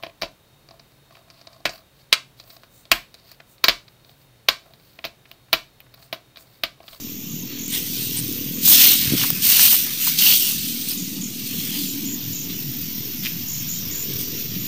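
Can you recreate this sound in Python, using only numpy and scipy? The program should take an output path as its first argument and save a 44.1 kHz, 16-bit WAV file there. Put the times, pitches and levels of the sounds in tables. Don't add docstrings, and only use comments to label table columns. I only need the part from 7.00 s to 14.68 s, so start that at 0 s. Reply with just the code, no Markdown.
import sys
import numpy as np
from scipy import signal
from scipy.fft import rfft, irfft, next_fast_len
from scipy.io import wavfile
from scipy.ndimage import uniform_filter1d

SR = 44100
rng = np.random.default_rng(int(sys.argv[2]) if len(sys.argv) > 2 else 0)


def rack_gain(trim_db):
    fader = np.asarray(trim_db, float)
    return 10 ** (fader / 20)


def int16_out(signal):
    q = np.round(np.clip(np.atleast_2d(signal).T, -1, 1) * 32767)
    wavfile.write(sys.argv[1], SR, q.astype(np.int16))


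N = 338511

# time in seconds, drone level in dB.
ENGINE_DRONE = [(0, -39), (.9, -38.5), (1.55, -33.5), (2.1, -36), (2.7, -42), (3.1, -39), (3.8, -36),
                (4.5, -33), (5.2, -34.5), (5.9, -37), (6.8, -40), (7.68, -36.5)]
# time in seconds, firing rate in Hz.
ENGINE_FIRING = [(0, 41.08), (1, 41), (1.8, 40.46), (2.3, 40.25), (3.5, 40.06), (4.1, 39.04), (4.5, 39.1),
                 (4.9, 40.64), (5.3, 41.15), (5.9, 41.69), (7.68, 41.5)]
# multiple, level in dB.
ENGINE_ORDERS = [(2, -14.5), (3, -9), (4, -13), (5, -4), (6, 2.5), (7, 2), (8, -8), (9, -13), (10, -14),
                 (11, -14), (12, -20)]
# frequency in Hz, density in dB per Hz.
RUMBLE_COLOUR = [(15, -47), (25, -1), (27, -21), (32, -20.5), (128, 12), (281, 3.5), (348, -4), (454, -10),
                 (539, -18), (600, -47), (780, -76), (1320, -120)]
# time in seconds, level in dB.
TYRE_WASH = [(0, -55.5), (1, -48.5), (1.6, -49), (2.7, -52), (3.1, -60.5), (4.5, -53.5), (6.7, -60),
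             (7.1, -45.5), (7.68, -53.5)]
# time in seconds, length in seconds, deep rumble in dB.
WIND_BUFFETS = [
    (1.15, 0.26, -45.5),
    (2.115, 0.071, -38),
    (2.443, 0.14, -48.5),
    (3.594, 0.061, -45),
    (4.564, 0.041, -42),
    (5.296, 0.047, -41),
    (5.708, 0.24, -46),
    (6.395, 0.47, -46.5),
    (7.0, 0.23, -45),
    (7.55, 0.069, -45.5),
]
# frequency in Hz, density in dB per Hz.
GARDEN_COLOUR = [(290, -46), (500, -12), (716, -16), (1150, -15), (1570, -26.5), (2420, -8), (3180, -4.5),
                 (4820, -13.5), (5640, -0.5), (7200, -3), (8080, -20.5), (10500, -20), (12200, -24),
                 (14100, 8.5), (15400, -27)]
# time in seconds, level in dB.
CRICKET_SWELL = [(4.2, -33), (4.4, -40), (5.5, -34.5), (5.7, -35), (7.3, -31), (7.68, -36)]
# start in seconds, end in seconds, level in dB.
KATYDID_RASPS = [
    (0.294, 0.44, -45),
    (0.573, 0.72, -44),
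    (5.55, 5.661, -43),
    (5.82, 5.995, -43),
    (6.15, 6.303, -41),
    (6.515, 6.64, -39),
]
# start in seconds, end in seconds, notes per second, bottom in Hz,
# level in dB.
BIRD_TRILLS = [(0.293, 0.43, 42, 5660, -33), (0.59, 0.708, 45, 5680, -28), (1.54, 1.624, 85, 6030, -31),
               (3.972, 4.06, 48, 5960, -30), (4.208, 4.275, 41, 5880, -30.5),
               (4.862, 4.922, 50, 6500, -28.5), (5.053, 5.152, 60, 6400, -28),
               (5.325, 5.435, 40, 5800, -30.5), (6.475, 6.612, 52, 5870, -29.5),
               (6.685, 6.788, 80, 6250, -29), (6.91, 7.036, 89, 6250, -30), (7.377, 7.443, 69, 6090, -42),
               (7.594, 7.682, 61, 6300, -37)]
# time in seconds, peak in dB, pitch in Hz, cycles rung.
HEEL_THUDS = [
    (2.105, -19, 213, 5.4),
    (2.121, -6.5, 255, 5),
    (2.135, -5.5, 287, 15),
    (2.15, -9, 248, 2.8),
    (7.519, -16, 186.7, 4.7),
    (7.538, -19, 186, 7.4),
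    (7.553, -36, 300.6, 6.3),
    (7.563, -17, 187, 4.8),
]
# time in seconds, peak in dB, pitch in Hz, cycles rung.
PEBBLES = [(1.661, -31, 1290, 4.0), (1.676, -18, 1140, 4.0), (1.7, -28, 1360, 4.0), (1.712, -20, 972, 4.0),
           (1.721, -16, 1030, 4.0), (1.737, -28, 703, 4.0), (1.749, -31, 1120, 4.0),
           (1.785, -34, 1450, 4.0), (1.799, -35, 1120, 4.0), (1.815, -28, 1350, 4.0),
           (1.871, -32, 1080, 4.0), (1.893, -34, 1350, 4.0), (1.919, -32, 1100, 4.0),
           (1.939, -33, 1450, 4.0), (2.031, -36, 1130, 4.0), (2.195, -23, 840, 3.4),
           (2.213, -20, 1170, 4.0), (2.249, -19, 1170, 4.0), (2.473, -37, 1300, 4.0),
           (2.511, -34, 1470, 4.0), (2.572, -27, 1500, 4.0), (2.609, -31, 1440, 4.0),
           (2.642, -32, 816, 4.0), (2.66, -25, 856, 4.0), (2.68, -20, 1470, 4.0), (2.731, -17.5, 977, 4.0),
           (2.743, -17, 1080, 4.0), (2.872, -30, 1130, 4.4), (3.26, -35, 1430, 4.0), (3.299, -35, 937, 4.0),
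           (3.329, -37, 842, 4.0)]
# time in seconds, peak in dB, pitch in Hz, cycles rung, crack in dB.
TWIGS = [(0.755, -38, 1740, 3.5, -20), (1.722, -24, 1700, 4, -19.5), (1.746, -24, 2200, 4, -20),
         (1.804, -23, 1900, 4, -20), (1.881, -20, 2300, 4, -20), (2.195, -23, 2100, 4, -22),
         (2.2365, -9.5, 1700, 9, -18), (2.228, -25, 1200, 4, -20), (2.243, -14, 1300, 4.4, -24),
         (2.303, -29, 1290, 1.9, -20), (2.5948, -8, 1750, 8.3, -16), (2.626, -19, 2300, 4, -20),
         (2.681, -15, 1900, 3.5, -22), (2.699, -24, 2000, 4, -20), (2.72, -18, 1700, 4, -20),
         (2.727, -14, 2050, 4, -20), (2.745, -13, 1900, 4, -20), (3.073, -18.5, 970, 24, -18),
         (3.0735, -15, 1400, 6.5, -18)]
# time in seconds, peak in dB, pitch in Hz, cycles rung, crack in dB.
TWIG_BREAK = [
    (2.3036, 4, 14300, 40, -12),
    (2.3035, -14, 5500, 3, -30),
    (2.3033, -13, 1400, 1.5, -40),
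]
# time in seconds, peak in dB, pitch in Hz, cycles rung,
# crack in dB.
STALK_TICKS = [(2.2165, -5, 2930, 14, -17), (4.794, -18, 3910, 10, -17), (5.09, -25, 2300, 4, -20),
               (5.5, -19, 3100, 6, -18), (5.528, -25, 3300, 6, -18), (6.2514, -7, 3300, 4.6, -24),
               (6.2568, -14, 2300, 6, -26), (6.2597, -6, 3100, 4.8, -24), (6.2652, -21, 2300, 8, -26),
               (6.2664, -15, 3300, 5, -26), (6.268, -5, 2730, 10, -24), (6.2738, -11, 3800, 5.7, -20),
               (6.2756, -18, 3000, 4, -20), (7.1347, -18, 3620, 10, -20), (7.5547, -14, 3750, 9, -20)]
# time in seconds, peak in dB, pitch in Hz, cycles rung, crack in dB.
TIP_SNAPS = [
    (0.6564, -23, 13700, 12, -9),
    (0.6804, -11, 14000, 12, -15),
    (1.2804, -13, 14740, 12, -11),
    (1.2944, -19, 14800, 12, -8),
    (1.3254, -10, 14300, 12, -8),
    (5.7174, -11, 14300, 12, -17),
    (7.1365, -18, 14100, 11.4, -4),
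    (7.203, -22, 14500, 12, -9),
    (7.212, -11.5, 14500, 12.4, -4),
]
# time in seconds, peak in dB, pitch in Hz.
STALK_PLUCKS = [(1.6916, -17, 3100), (1.716, -12, 2980), (1.7794, -13, 2940), (1.805, -14, 3000),
                (1.867, -13, 3110), (1.8841, -11, 3220), (2.1964, -13, 2970), (2.4478, -18, 3100),
                (2.5212, -14, 2900), (2.5451, -11, 3040), (2.5956, -10, 2870), (2.6054, -14, 3090),
                (2.616, -15, 3020), (2.6507, -9, 3110), (2.6704, -17, 2910), (2.6914, -20, 2970),
                (2.706, -14, 3120), (2.7132, -12, 2960), (2.731, -16, 2980), (2.7462, -12, 2960),
                (3.0766, -20, 3050), (3.1882, -10, 3300), (3.2051, -17, 2810), (3.2654, -1, 3110),
                (3.3047, -4, 3000), (3.325, -6, 2880)]
# bottom in Hz, top in Hz.
BROOM_ZONES = [(550, 2200), (2750, 5200), (7800, 10800), (12500, 15500)]
# frequency in Hz, density in dB per Hz.
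BROOM_COLOUR = [(260, -57), (450, -46), (1160, -29), (1860, -19.5), (2300, -15), (2800, -10.5), (3310, -9),
                (4320, -9), (5470, -9.5), (5980, -7.5), (7140, -11), (9180, -7), (11300, -13), (13900, 2),
                (15400, -15.5)]
# start in seconds, end in seconds, pitch in Hz,
# level in dB over the scratch.
STALK_BUNDLES = [(0.51, 0.585, 4100, -6), (0.49, 0.62, 4520, -1.5), (.757, .78, 3770, -8),
                 (.72, .77, 4300, -6), (1.162, 1.208, 9400, 7.5), (1.165, 1.2, 8600, 2),
                 (1.9, 1.967, 3180, -13.5), (1.7, 1.9, 3630, -20), (1.72, 1.964, 4400, -11),
                 (1.6, 1.95, 5800, -23), (1.77, 1.78, 11000, -16), (2.443, 2.76, 3160, -14),
                 (2.45, 2.62, 4000, -30), (2.44, 2.69, 4640, -14), (2.5, 2.693, 6060, -17),
                 (2.44, 2.7, 10000, -11), (3.0, 3.1, 3110, -17.5), (3.198, 3.35, 3090, -8.5),
                 (3.4, 3.54, 3040, -13), (3.262, 3.38, 4700, -13), (3.2, 3.38, 4900, -19),
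                 (3.38, 3.55, 4800, -28), (3.4, 3.55, 5790, -19), (3.903, 3.935, 5200, 2.5),
                 (4.49, 4.78, 3550, -9.5), (4.74, 4.82, 4920, -7), (4.52, 4.65, 4400, -9),
                 (5.04, 5.135, 3400, -6.5), (5.49, 5.6, 3600, -9), (2.05, 2.2, 4480, -12),
                 (0.716, 0.76, 9550, -1)]
# full from in seconds, full to in seconds,
# stalk scratch in dB, extra treble in dB, ground scrape in dB under the scratch.
PUSHES = [(0.484, 0.71, -44, -26, -10.5), (0.704, 0.715, -39, 6, -25), (0.73, 0.765, -27, 2, -19),
          (1.628, 1.655, -30, 3, -25), (1.657, 1.66, -21, 4.5, -21), (1.681, 1.718, -19, 7.5, -19),
          (1.729, 1.793, -15.5, 0.5, -20), (1.807, 1.84, -14, 1.5, -18), (1.872, 1.906, -15.5, -0.5, -25),
          (1.922, 1.95, -21, -1, -24), (2.01, 2.138, -31, -12, -8.5), (2.173, 2.24, -25, 1, -13),
          (2.257, 2.286, -30.5, 5.5, -8), (2.336, 2.405, -41, 7, -4), (2.433, 2.44, -23.5, 3, -20),
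          (2.451, 2.472, -20, 2.5, -18.5), (2.495, 2.575, -18, 2, -20), (2.599, 2.675, -15.5, 2, -21.5),
          (2.702, 2.72, -28.5, 7.5, -26), (2.724, 2.747, -21.5, 5.5, -18.5), (2.79, 2.816, -29, 3, -19),
          (2.856, 2.898, -43.5, -5, 1), (3.012, 3.085, -28, 6, -15.5), (3.067, 3.097, -27.5, -4, -14),
          (3.189, 3.252, -18.5, -0.5, -22), (3.271, 3.344, -16, -0.5, -43), (3.357, 3.363, -24, 5, -26),
          (3.4, 3.497, -24, 1.5, -48), (3.887, 3.885, -32, 8, -48), (4.79, 4.84, -35, 0, -40),
          (5.504, 5.5, -34, -7, -23), (6.238, 6.262, -31.5, -8, -13), (7.097, 7.118, -40.5, -4, -11),
          (7.201, 7.185, -32, 2, -13), (7.56, 7.537, -55, -12, -9)]
# time in seconds, scratch in dB.
RESTING = [(0, -47), (.62, -72), (.7, -38), (.85, -35.5), (1.05, -30.5), (1.3, -37), (1.5, -41),
           (1.62, -38), (2.0, -24.5), (2.4, -33.5), (2.95, -30), (3.6, -30), (3.85, -31.5), (4.27, -40),
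           (4.5, -34), (4.78, -30.5), (5.15, -45.5), (7.68, -49)]
# ground, scratch, grit and dust in dB.
RESTING_COLOUR = [-16.5, 0.5, -3, 5.5]
# time in seconds, scratch in dB.
TRAILING = [(0, -46.5), (.6, -46), (1.4, -39), (4.2, -69), (5, -40.5), (6.1, -39.5), (7.68, -37.5)]
# ground, scratch, grit and dust in dB.
TRAILING_COLOUR = [-11, 0.5, -23, 11.5]
# frequency in Hz, gain in dB.
TREBLE_TRIM = [(11000, -1), (12300, -9.5), (13200, -4.5), (14100, -2.5), (14900, 7.5), (15500, 5)]
# time in seconds, value at full scale 1.
CONVERTER_DRIFT = [(0, -.0048), (1.2, -.0068), (2.7, -.0043), (7.68, -.011)]

FRAME = 1024


def unit(x):
    return x / np.sqrt(np.mean(x ** 2) + 1e-20)


def in_time(rows):
    s, *columns = np.transpose(rows)
    return [np.interp(np.arange(N) / SR, s, column) for column in columns]


def drift(rate):
    r = np.exp(-64 * np.pi * rate / SR)
    slow = signal.lfilter([1], [1, -2 * r, r * r], rng.standard_normal(N // 32 + 3002))[3000:]
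    return np.interp(np.arange(N) / 32, np.arange(len(slow)), unit(slow - slow.mean()))


def ring(x, hz, t60):
    r, w = rack_gain(-60 / (t60 * SR)), 2 * np.pi * hz / SR
    return signal.lfilter([0, np.sin(w)], [1, -2 * r * np.cos(w), r * r], x + 1e-18)


def power_sum(layers_db):
    return 10 * np.log10(sum(rack_gain(db) ** 2 for db in layers_db))


def played(source, spectrum, zones, levels_db, count, patchy_db, rate):
    size = next_fast_len(N)
    log_hz = np.log(np.arange(size // 2 + 1) * SR / size + 1e-3)
    table = np.array(spectrum)
    tones = rfft(source, size) * rack_gain(np.interp(log_hz, np.log(table[:, 0]), table[:, 1]))
    zone_db = []
    for low, high in zones:
        inside = tones[int(low * size / SR):int(high * size / SR)]
        zone_db.append(10 * np.log10(2 * np.sum(abs(inside) ** 2) / size / N))
    lifts = np.array(levels_db) - np.array(zone_db)[:, None]
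    centres = np.linspace(np.log(zones[0][0]), np.log(zones[-1][1]), count)
    edges = np.log(zones).ravel()
    out = np.zeros(N)
    for k, centre in enumerate(centres):
        band = irfft(tones * np.interp(log_hz, centres, np.arange(count) == k), size)[:N]
        weights = [np.interp(centre, edges, np.repeat(row, 2)) for row in np.eye(len(zones))]
        out += band * rack_gain(weights @ lifts + patchy_db * drift(rate))
    return out


def engine_and_road():
    t = np.arange(N) / SR
    drone_db, wash_db = in_time(ENGINE_DRONE)[0], in_time(TYRE_WASH)[0]
    clean_db = 4.5 - 1.47 * t
    buffets_db = [np.maximum(db - 4.0 * ((t - s) / length) ** 2, -99) for s, length, db in WIND_BUFFETS]
    deep_db = power_sum([wash_db - 1.5] + buffets_db)
    firing_hz = in_time(ENGINE_FIRING)[0] * (1 + 0.0031 * drift(9.0))
    turn = 2 * np.pi * np.cumsum(firing_hz) / SR
    orders = np.zeros(N)
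    for multiple, db in ENGINE_ORDERS:
        fading = rack_gain(db + 1.4 * drift(1.3))
        orders += fading * np.sin(round(multiple) * turn + 0.36 * drift(5.6))
    zones = [(60, 110), (200, 370), (420, 600)]
    rumble = played(rng.standard_normal(N), RUMBLE_COLOUR, zones, [deep_db, drone_db + 0.5, wash_db],
                    count=7, patchy_db=3.5, rate=5.5)
    return rumble * (1 + 0.19 * np.cos(turn)) + unit(orders) * rack_gain(drone_db + clean_db)


def garden():
    chorus = played(rng.standard_normal(N), GARDEN_COLOUR, [(600, 23400)], [np.full(N, -33)],
                    count=10, patchy_db=-1.0, rate=3.7)
    crickets = unit(ring(rng.standard_normal(N), 5620, 0.0049)) * rack_gain(in_time(CRICKET_SWELL)[0] - 4.0)
    return chorus + crickets * np.clip(np.arange(N) / SR - 3.6, 0, 1)


def katydid():
    t = np.arange(N) / SR
    gate = sum(rack_gain(db) * np.clip(np.minimum(t - a, b - t) / 0.011, 0, 1) for a, b, db in KATYDID_RASPS)
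    strokes = np.sin(np.pi * 125 * t) ** 4 * rng.standard_normal(N)
    return gate * unit(ring(ring(strokes, 11500, 0.0021), 11500, 0.0021))


def bird():
    top_hz = 7510
    out, scattered, t = np.zeros(N), np.zeros(N), np.arange(N) / SR
    hoarse = rack_gain(1.5 * drift(200))
    chances = rng.standard_normal((len(BIRD_TRILLS), 16))
    for (start, end, per_s, low_hz, db), wobble in zip(BIRD_TRILLS, chances):
        span = slice(round(start * SR), round(end * SR))
        beat = (t[span] - start) * per_s
        note = beat.astype(int)
        place = np.minimum(beat % 1 / 0.89, 1)
        hz = top_hz + (low_hz - top_hz) * place + 120 * wobble[note]
        swell = np.sin(np.pi * place ** 0.85) * rack_gain(db + 0.37 * wobble[-1 - note])
        notes = swell * np.sin(2 * np.pi * np.cumsum(hz) / SR) * hoarse[span]
        out[span] += notes
        scattered[span] += notes * rack_gain(-4 + 1.24 * start)
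    leaves = rng.standard_normal(5000) * np.exp(-np.arange(5000) / SR / .02)
    return out + signal.fftconvolve(scattered, leaves / np.sqrt(np.sum(leaves ** 2)))[:N]


def knocks(events, softness, floor_hz):
    out, span = np.zeros(N + 4096), np.arange(4096)
    noises = rng.standard_normal((len(events), 4096))
    for (s, db, hz, cycles, *crack_db), noise in zip(events, noises):
        contact = np.sin(np.pi * np.minimum(span * hz / SR / softness, 1)) + (span == 0)
        body = ring(contact, hz, max(cycles, 1) / hz)
        crack_gain = sum(rack_gain(c) for c in crack_db)
        crack = crack_gain * np.diff(noise, prepend=0) * np.exp(-span / SR / .0018)
        out[round(s * SR):][:4096] += rack_gain(db) * (body / abs(body).max() + crack)
    high_pass = signal.butter(4, floor_hz, "high", fs=SR, output="sos")
    return signal.sosfilt(high_pass, out[:N] + 1e-18)


def path_knocks():
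    pebbles = knocks(PEBBLES, softness=0.4, floor_hz=500)
    thuds = knocks(HEEL_THUDS, softness=0.27, floor_hz=89)
    return knocks(TWIGS, softness=0.34, floor_hz=770) + pebbles + thuds


def stalk_snaps():
    plucks = [(s, db - 1, hz, 41, -22) for s, db, hz in STALK_PLUCKS]
    out = knocks(STALK_TICKS, softness=0.13, floor_hz=1800)
    out += knocks(TIP_SNAPS, softness=.1, floor_hz=3000)
    out += knocks(TWIG_BREAK, softness=.1, floor_hz=500)
    return out + knocks(plucks, softness=0.44, floor_hz=2000)


def broom_levels():
    rise_db_per_s, fall_db_per_s = 645, 186
    let_go = np.c_[[0.88, 1, 1, 1]]
    t = np.arange(0, N + 64, 64) / SR
    layers = []
    for curve, colour in [(RESTING, RESTING_COLOUR), (TRAILING, TRAILING_COLOUR)]:
        layers.append(np.interp(t, *np.transpose(curve)) + np.c_[colour])
    for start, end, db, treble_db, ground_db in PUSHES:
        easing_db = fall_db_per_s * (t - end) * let_go
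        loss_db = np.maximum(0, np.maximum(rise_db_per_s * (start - t), easing_db))
        colour = [2.5 + ground_db, 0, -4 + treble_db, 5.5 + treble_db]
        layers.append(db - loss_db + np.c_[colour])
    return [np.interp(np.arange(N) / SR, t, row) for row in power_sum(layers)]


def broom():
    sizes = rack_gain(2.6 * np.minimum(rng.exponential(1, N), 5)) * rng.choice([-1, 1], N)
    slips = sizes * (rng.random(N) < 4000 * rack_gain(3.0 * drift(40)) / SR)
    grit = unit(slips) * rack_gain(-1) + rng.standard_normal(N)
    pebbles = sizes * (rng.random(N) < 150 / SR)
    dull = signal.butter(2, 1600, fs=SR, output="sos")
    grit += unit(signal.sosfilt(dull, pebbles + 1e-18)) * rack_gain(-33)
    grit = grit * rack_gain(0.1 * drift(99) + 0.27 * drift(4.4))
    levels_db = broom_levels()
    out = played(grit, BROOM_COLOUR, BROOM_ZONES, levels_db, count=18, patchy_db=-1.1, rate=8.9)
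    for start, end, hz, db in STALK_BUNDLES:
        span = slice(round(start * SR), round(end * SR))
        swell = np.sin(np.linspace(0, np.pi, span.stop - span.start)) ** .3
        out[span] += unit(ring(grit[span], hz, .012)) * swell * rack_gain(levels_db[1][span] + db)
    return out


def ducking(loud):
    keep = np.exp(-1 / (0.29 * SR))
    level_db = 10 * np.log10(signal.lfilter([1 - keep], [1, -keep], loud ** 2) + 1e-12)
    return rack_gain(-0.15 * np.maximum(level_db + 20, 0))


def scene():
    sweep = broom()
    background = engine_and_road() + garden() * ducking(sweep) + katydid() + bird()
    return (background + path_knocks() + stalk_snaps() + sweep)[None]


def suppress(x, spread_db, size, count):
    hz, _, cells = signal.stft(x, SR, nperseg=FRAME)
    chance = uniform_filter1d(rng.standard_normal(cells.shape), size, axis=-2)
    chance = uniform_filter1d(chance, count, axis=-1)
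    reach = np.interp(hz, [350, 800, 5000, 11000, 13500], [0, 1.2, 1, .9, .2])[:, None]
    loudness_db = 10 * np.log10(np.mean(abs(cells) ** 2, axis=-2, keepdims=True) + 1e-12)
    reach = reach * np.interp(loudness_db - np.median(loudness_db), [3, 14], [1, .3])
    trim_db = np.interp(hz, *np.transpose(TREBLE_TRIM))[:, None]
    gain = rack_gain(spread_db * unit(chance) * reach + trim_db) * (hz < 15560)[:, None]
    return signal.istft(cells * gain, SR, nperseg=FRAME)[1][:, :N]


def treble_dips(x):
    shifted = np.arange(N) + FRAME // 2
    joint = np.exp(-(shifted % FRAME - FRAME // 2) ** 2 / (2 * 60 ** 2))
    depth = np.clip(.52 + .17 * rng.standard_normal(N // FRAME + 2), 0, 1)[shifted // FRAME]
    high_pass = signal.butter(2, 8500, "high", fs=SR, output="sos")
    return x - signal.sosfiltfilt(high_pass, x) * joint * depth


def low_pass(x):
    return signal.sosfilt(signal.butter(12, 16700, fs=SR, output="sos"), x)


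def record(dry):
    x = suppress(dry * 0.75, spread_db=2.0, size=4, count=5)
    x = treble_dips(x) + in_time(CONVERTER_DRIFT)[0]
    return low_pass(np.clip(x, -.93, .93))


dry = scene()
out = record(dry)
int16_out(out)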